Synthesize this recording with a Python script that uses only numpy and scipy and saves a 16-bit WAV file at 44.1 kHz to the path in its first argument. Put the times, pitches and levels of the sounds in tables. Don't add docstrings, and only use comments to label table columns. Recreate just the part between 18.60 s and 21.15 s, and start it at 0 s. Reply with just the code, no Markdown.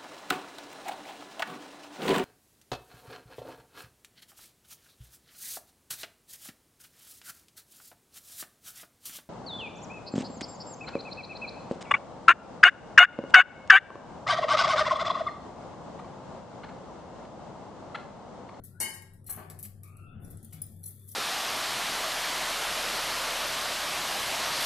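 import sys
import numpy as np
from scipy import signal
from scipy.fft import rfft, irfft
from scipy.io import wavfile
from scipy.ndimage import uniform_filter1d

SR = 44100
rng = np.random.default_rng(int(sys.argv[2]) if len(sys.argv) > 2 else 0)


def invert_db(level):
    return 10 ** (np.asarray(level, dtype=float) / 20)


def transcribe(signal):
    frames = np.atleast_2d(signal).T
    limited = np.clip(frames, -1, 1)
    pcm = np.round(limited * 32767).astype(np.int16)
    wavfile.write(sys.argv[1], SR, pcm)


N = 112454

# pitch_hz, level_db (per Hz)
SHELL_BRIGHT = [(5500, -14), (7500, -13.5), (9500, -1), (11200, 6.5), (13000, 0), (15000, 0.5),
                (16400, -18)]


def rms_one(x):
    return x / np.sqrt(np.mean(x ** 2) + 1e-20)


def at_hz(points, hz):
    table_hz, value = np.transpose(points)
    return np.interp(np.log(np.maximum(hz, 1)), np.log(table_hz), value)


def band(x, low_hz, high_hz, order=2):
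    return signal.sosfilt(signal.butter(order, [low_hz, high_hz], "band", fs=SR, output="sos"), x)


def colour(x, spectrum):
    hz = np.fft.rfftfreq(N, 1 / SR)
    gain = invert_db(at_hz(spectrum, hz)) * (hz > spectrum[0][0]) * (hz < spectrum[-1][0])
    return irfft(rfft(x) * rms_one(gain), N)


def drift(rate_hz):
    r = np.exp(-2 * np.pi * rate_hz / SR)
    wander = signal.lfilter([1], [1, -2 * r, r * r], rng.standard_normal(N + SR))
    return rms_one(wander[SR:])


def burst(start_s, level_db, dying_s, rise_s):
    t = np.maximum(np.arange(N) / SR - start_s, 0)
    return (1 - np.exp(-t / rise_s)) * invert_db(level_db - 60 * t / dying_s)


def wide():
    # pitch_hz, left-right likeness (0 to 1)
    likeness = [(60, 1), (240, 0.77), (950, 0.12), (3770, 0.058), (15000, 0.12)]
    mid, side = rfft(rng.standard_normal((2, N)))
    alike = at_hz(likeness, np.fft.rfftfreq(N, 1 / SR))
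    common = np.sqrt(1 + alike) * mid
    opposed = np.sqrt(1 - alike) * side * [[1], [-1]]
    return irfft((common + opposed) / np.sqrt(2), N)


def struck(hits, modes, spread_db, longest_s):
    chatter_s, waver_db, waver_hz = 0.01, 3.5, 25
    out = np.zeros(N)
    start_s, hit_db = np.transpose(hits)
    luck = rng.standard_normal((len(start_s), len(modes)))
    t = np.arange(600) / SR
    for k, (hz, level_db, t60) in enumerate(modes):
        clicks = np.full(N, 1e-18)
        clicks[(start_s * SR).astype(int)] = invert_db(hit_db + level_db + spread_db * luck[:, k])
        chatter = rng.standard_normal(len(t)) ** 2 * np.cos(2 * np.pi * hz * t)
        chatter = chatter * invert_db(-60 * t / chatter_s) * t ** 0.5
        push = abs(chatter @ np.exp(2j * np.pi * hz * t))
        clicks = signal.fftconvolve(clicks, chatter / push)[:N]
        r = invert_db(-60 / (min(t60, longest_s) * SR))
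        w = 2 * np.pi * hz / SR
        ring = signal.lfilter([0, np.sin(w)], [1, -2 * r * np.cos(w), r * r], clicks)
        ring = ring * invert_db(waver_db * drift(waver_hz))
        out += band(ring, hz * 0.9, min(hz * 1.1, 20000))
    return out


def whine(path, octave_db):
    wobble, octave_fade_s = 0.035, 0.8
    s, hz, db = np.transpose(path)
    t = np.arange(N) / SR
    pitch = np.interp(t, s, hz) * (1 + wobble * drift(120))
    phase = 2 * np.pi * np.cumsum(pitch) / SR
    octave = invert_db(octave_db - 10 * (t - s[0]) / octave_fade_s)
    level = invert_db(np.interp(t, s, db) + 3.5) * (t > s[0]) * (t < s[-1])
    return level * (np.sin(phase) + octave * np.sin(2 * phase))


def wavering_tones(tones):
    out = 0
    for hz, width_hz, db in tones:
        r = np.exp(-np.pi * width_hz / SR)
        mid, side = rng.standard_normal((2, N + SR))
        noise = mid + 0.15 * side * [[1], [-1]]
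        tone = signal.lfilter([1, 0, -1], [1, -2 * r * np.cos(2 * np.pi * hz / SR), r * r], noise)
        out = out + invert_db(db) * rms_one(tone[:, SR:])
    return out


def grains():
    per_s, spread_db = 6100, 6.5
    sizes = invert_db(spread_db * np.minimum(rng.exponential(1, N), 3)) * rng.choice([-1, 1], N)
    return rms_one(sizes * (rng.random(N) < per_s / SR))


def shells():
    # start_s, peak_db, dying_s, dull_part_db
    cracks = [(0.037, -37, 0.13, -35.5), (0.4198, -37, 0.032, -17), (0.5341, -47, 0.045, -47),
              (0.6417, -49, 0.028, -28), (0.6694, -41, 0.33, -23.5), (0.7035, -23.5, 0.091, -34.5),
              (0.899, -34.5, 0.082, -15.5), (0.9887, -28, 0.031, -26.5), (0.995, -41, 0.095, -31),
              (1.0275, -24, 0.036, -31), (1.036, -39, 0.18, -20.5), (1.0502, -28.5, 0.035, -18.5),
              (1.2328, -36, 0.058, -26.5), (1.2765, -46, 0.034, -36.5), (1.368, -71, 0.019, 5.5),
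              (1.6184, -57, 0.067, -47), (1.703, -38, 0.074, -38), (1.7715, -61, 0.094, -47),
              (1.8277, -42, 0.043, -28), (1.845, -35, 0.035, -52), (1.908, -53, 0.075, -17),
              (1.9247, -38, 0.16, -22.5), (2.0163, -19, 0.022, -31.5), (2.2378, -50, 0.031, -17),
              (2.2565, -36, 0.089, -41), (2.4866, -37, 0.072, -26.5), (2.517, -39.5, 0.11, -28)]
    # pitch_hz, level_db (per Hz)
    dull_colour = [(1500, -0.5), (2200, 4.5), (3500, 3), (5000, 4.5), (6500, -10.5), (8000, 14.5)]
    rise_s = 0.0013
    bits = grains()
    bright = sum(burst(s, db - 7, dying_s, rise_s) for s, db, dying_s, _ in cracks)
    dull = sum(burst(s, db + dull_db, dying_s, rise_s) for s, db, dying_s, dull_db in cracks)
    return colour(bits, SHELL_BRIGHT) * bright + colour(bits, dull_colour) * dull


def snaps():
    # start_s, peak_db
    lone = [(.0003, -54), (.6958, -33), (.6983, -33), (.7025, -31), (.7132, -33), (.9932, -40),
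            (1.0297, -26), (1.0325, -37), (1.0518, -35), (1.3675, -52), (1.703, -46), (2.0186, -28),
            (2.2587, -31), (2.4872, -43), (2.5158, -46)]
    out = np.full(N, 1e-18)
    start_s, peak_db = np.transpose(lone)
    out[(start_s * SR).astype(int)] = invert_db(peak_db + 12)
    return band(out, 9500, 13500, order=3)


def rubs():
    # start_s, level_db, dying_s, rise_s
    strokes = [
        (0.037, -55, 0.19, 0.0016),
        (.663, -48, 0.2, 0.0023),
        (0.693, -38, 0.29, 0.0037),
        (1.595, -57.5, 0.51, 0.032),
        (2.06, -61, 1.4, 0.024),
        (2.23, -47, 0.29, 0.0069),
        (2.26, -47.5, 0.27, 0.0022),
        (2.36, -59, 1.08, 0.068),
        (2.468, -49.5, 0.27, 0.015),
    ]
    rustle = colour(rng.standard_normal(N), SHELL_BRIGHT) * invert_db(3.0 * drift(150))
    return rustle * sum(burst(*stroke) for stroke in strokes)


def bangles():
    # start_s, peak_db
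    touches_a = [(0.0396, -46), (0.6639, -41), (0.6745, -39), (0.696, -25.5), (0.7015, -36), (0.7105, -33),
                 (0.727, -34), (1.3668, -46.5), (1.645, -45.5), (1.655, -52.5), (1.7692, -44.5),
                 (2.2365, -33.5), (2.2585, -34), (2.274, -33), (2.5132, -37.5)]
    # pitch_hz, level_db, t60_s
    modes_a = [(4175, -27, 0.034), (5780, -21, 0.05), (8050, -16.5, 0.042), (11220, -10, 0.04),
               (11010, -3, 0.051), (13000, -11.5, 0.044), (15200, -23, .025)]
    # start_s, peak_db
    touches_b = [
        (1.8447, -44.5),
        (2.0172, -25.5),
        (2.0344, -39.5),
        (2.0617, -45),
        (2.4872, -47),
    ]
    # pitch_hz, level_db, t60_s
    modes_b = [(5060, -26, 0.049), (7200, -20, 0.0073), (9490, -6, 0.035), (10960, 5.5, 0.022),
               (12200, -22, 0.011), (15360, 2.5, 0.027)]
    ring_s = 0.03
    return struck(touches_a, modes_a, 4, ring_s) + struck(touches_b, modes_b, 2, 2 * ring_s)


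def dish():
    # start_s, level_db
    rattle = [
        (.202, -36),
        (.207, -36.5),
        (.218, -36.5),
        (.231, -38.5),
        (.253, -40),
        (.29, -50),
    ]
    # pitch_hz, level_db, t60_s
    modes = [(874.3, -5.5, .2), (1079, -21, 0.13), (1621, -13, 0.24), (1891.5, -1.5, .2), (2157, -5, 0.11),
             (2806, -8, .2), (3017, -5.5, 0.064), (3810, -13.5, 0.079), (4403, -1.5, 0.046),
             (4833, -7, 0.042), (5320, -10.5, 0.089), (5640, -16, .15), (6360, -17.5, 0.19),
             (2336, -9, 0.027)]
    # start_s, level_db, dying_s
    clatter = [
        (0.2016, -22.5, 0.076),
        (0.207, -36, 0.034),
        (.285, -38.5, 0.074),
        (0.337, -38, 0.046),
    ]
    # pitch_hz, level_db (per Hz)
    splash_colour = [(5000, -15), (7500, -8.5), (9700, 0.5), (12500, -11.5), (15500, -23.5)]
    splash = colour(rng.standard_normal(N), splash_colour)
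    splash = splash * sum(burst(s, db, dying_s, 0.00026) for s, db, dying_s in clatter)
    return splash + struck(rattle, modes, 2, 0.12)


def bumps():
    # start_s, level_db, dying_s, top_hz
    knocks = [
        (0.201, -40, 0.16, 1620),
        (0.2, -41.5, 0.21, 438),
        (0.687, -46, 0.19, 1710),
        (0.773, -42.5, 0.2, 1290),
        (0.903, -48, 0.11, 850),
        (1.233, -111, 0.036, 2630),
        (1.923, -52.5, 0.088, 3240),
    ]
    out = np.zeros(N)
    for s, db, dying_s, top_hz in knocks:
        thud = rms_one(band(rng.standard_normal(N), 150, top_hz))
        out += thud * burst(s, db, dying_s, 0.0022)
    return out


def hinge():
    # start_s, pitch_hz, level_db
    first = [
        (.05, 1330, -95),
        (.08, 1340, -77.5),
        (.13, 1370, -74.5),
        (.16, 1460, -64.5),
        (.2, 1575, -62),
        (.3, 1650, -91),
        (.36, 1630, -96),
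    ]
    # start_s, pitch_hz, level_db
    second = [
        (1.2, 1164, -149),
        (1.235, 1187, -65),
        (1.33, 1252, -69),
        (1.4, 1348, -63),
        (1.47, 1340, -59.5),
        (1.55, 1408, -71.5),
        (1.7, 1414, -74.5),
        (1.9, 1413, -93),
        (1.96, 1360, -102),
    ]
    return whine(first, -20) + whine(second, -3)


def motor():
    # pitch_hz, width_hz, level_db
    resonances = [(96, 9.8, -63.5), (128, 21, -62.5), (163.4, 6, -63.5), (212.9, 4.9, -71.5),
                  (382.6, 12, -75)]
    # middle_s, pitch_hz, level_db, length_s
    throbs = [(0.785, 219, -51.5, 0.061), (0.917, 155, -52.5, 0.29), (1.066, 205, -50, .07),
              (1.571, 212, -47.5, 0.074), (1.719, 158, -51, 0.16), (1.844, 222, -53, 0.11),
              (1.997, 156, -50.5, 0.15), (2.125, 218, -54, 0.088), (2.214, 160, -50.5, 0.056)]
    # start_s, pitch_hz, level_db
    main_tone = [(0.0, 96.3, -41), (0.01, 97.4, -59.5), (0.21, 96.2, -50.5), (0.3, 96.18, -57),
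                 (1.23, 96.36, -48), (1.4, 95.6, -57), (1.43, 96, -45.5), (1.54, 97.8, -58.5),
                 (1.55, 97, -63), (1.57, 94.7, -43), (1.66, 94.8, -63), (1.71, 96.2, -48),
                 (2.19, 97.9, -56.5), (2.2, 97.57, -48), (2.48, 97.3, -52), (2.55, 103, -54.5)]
    pan_db = -0.36
    t = np.arange(N) / SR
    casing = np.zeros(N)
    for s, hz, db, length_s in throbs:
        casing += invert_db(db) * np.exp(-8 * ((t - s) / length_s) ** 2) * np.sin(2 * np.pi * hz * t)
    hum = wavering_tones(resonances) + casing + whine(main_tone, -37.5) / 2 ** 0.34
    return hum * invert_db([[pan_db], [-pan_db]])


def insect():
    # pitch_hz, width_hz, level_db
    song = [(3497, 18.5, -81), (3225, 28, -85)]
    from_s, fade_in_s = 1.435, 0.048
    return wavering_tones(song) * np.clip((np.arange(N) / SR - from_s) / fade_in_s, 0, 1)


def street():
    # pitch_hz, level_db (per Hz)
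    murmur = [(12, -60), (20, 2.5), (43, -18.5), (107, 0), (549, -25), (744, -23.5), (929, -40.5),
              (1310, -30), (2500, -50), (3250, -122), (5500, -120)]
    # start_s, level_db
    swell = [(0, 7), (.12, -2.5), (.5, -2.5), (.8, 2), (1.201, 0.5), (1.7, 4.5), (2.1, -0.5), (2.55, -7)]
    level_db = -56.5 + np.interp(np.arange(N) / SR, *np.transpose(swell))
    return invert_db(level_db + 2.4 * drift(3.0)) * colour(wide(), murmur)


def gate(clicks):
    open_at_db, shut_db, closing_db_per_s = -44, -28, 97.5
    treble_power = uniform_filter1d(np.diff(clicks, 2, prepend=[0, 0]) ** 2, size=64)
    level_db = 10 * np.log10(treble_power + 1e-12) - open_at_db
    ramp = closing_db_per_s * np.arange(N) / SR
    held_db = np.maximum.accumulate(np.minimum(level_db, 0) + ramp) - ramp
    return invert_db(np.maximum(held_db, shut_db))


def gated_hiss(clicks):
    # pitch_hz, level_db (per Hz)
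    hiss_colour = [(900, -46), (1900, -4), (2700, -15), (4000, -7), (6300, -8), (8000, -3.5), (11000, 1.5),
                   (16000, -11)]
    treble_hz, treble_open_db = 13100, 2.5
    top = signal.butter(6, treble_hz, "high", fs=SR, output="sos")
    body = signal.butter(6, treble_hz, "low", fs=SR, output="sos")
    noise = invert_db(-61.5) * colour(wide(), hiss_colour)
    body_hiss = gate(clicks) * signal.sosfilt(body, noise)
    top_gate = gate(invert_db(treble_open_db) * signal.sosfilt(top, clicks))
    return body_hiss + top_gate * signal.sosfilt(top, noise)


def room(x):
    # pitch_hz, t60_s
    decay = [(200, 0.52), (1000, 0.64), (3000, 0.46), (8000, 0.24), (15000, 0.19)]
    t = np.arange(SR) / SR
    edges_hz = 60 * 2 ** np.arange(0, 8.6, 0.5)
    noise = wide()[:, :SR]
    tail = 0
    for low_hz, high_hz in zip(edges_hz, edges_hz[1:]):
        t60 = at_hz(decay, low_hz)
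        tail = tail + band(noise, low_hz, high_hz) * invert_db(-60 * t / t60) / np.sqrt(t60)
    tail = tail * (1 - np.exp(-t / 0.004))
    return signal.fftconvolve(x[None], rms_one(tail) / np.sqrt(SR), axes=1)[:, :N]


def shut_weak_bands(x):
    # pitch_hz, level_db (per bin)
    noise_floor = [(300, -120), (650, -85), (1500, -89), (2800, -91), (4500, -94), (6300, -94), (9000, -96),
                   (14000, -97)]
    memory, depth_db, doubt_db, masked_db = 0.88, -32, 5.5, -13
    hz, _, z = signal.stft(x, SR, nperseg=512, noverlap=384)
    doubt = uniform_filter1d(rng.standard_normal(z.shape[1:]), size=40, axis=1)
    doubt = rms_one(uniform_filter1d(doubt, size=2, axis=0))
    power = uniform_filter1d(np.mean(np.abs(z) ** 2, axis=0), size=2, axis=0)
    recent = np.maximum(power / 4, signal.lfilter([1 - memory], [1, -memory], power))
    masked = invert_db(2 * masked_db) * uniform_filter1d(recent, size=16, axis=0) * (hz[:, None] > 1500)
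    floor = np.maximum(masked, invert_db(2 * at_hz(noise_floor, hz))[:, None])
    over = recent / floor / invert_db(2 * doubt_db * doubt)
    gain = np.maximum(over ** 3 / (1 + over ** 3), invert_db(depth_db))
    return signal.istft(z * gain, SR, nperseg=512, noverlap=384)[1][:, :N]


def scene():
    near_wet_db, far_wet_db, left_db = -7, 2.5, 2.5
    near = shells() + snaps() + rubs() + bangles()
    far = dish() + bumps() + hinge()
    direct = near + 0.56 * far
    direct_pair = np.array([np.roll(direct, 1), direct])
    wet = room(invert_db(near_wet_db) * near + invert_db(far_wet_db) * far)
    air = motor() + insect() + street()
    mix = direct_pair + wet + air + gated_hiss(near + far)
    return mix * invert_db([[left_db], [-left_db]])


def band_limit(x):
    return signal.sosfilt(signal.butter(12, 16830, fs=SR, output="sos"), x)


def record(dry):
    top_cut = signal.cheby2(12, 60, 16500, fs=SR, output="sos")
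    finished = signal.sosfilt(top_cut, shut_weak_bands(dry))
    return band_limit(finished)


dry = scene()
out = record(dry)
transcribe(out)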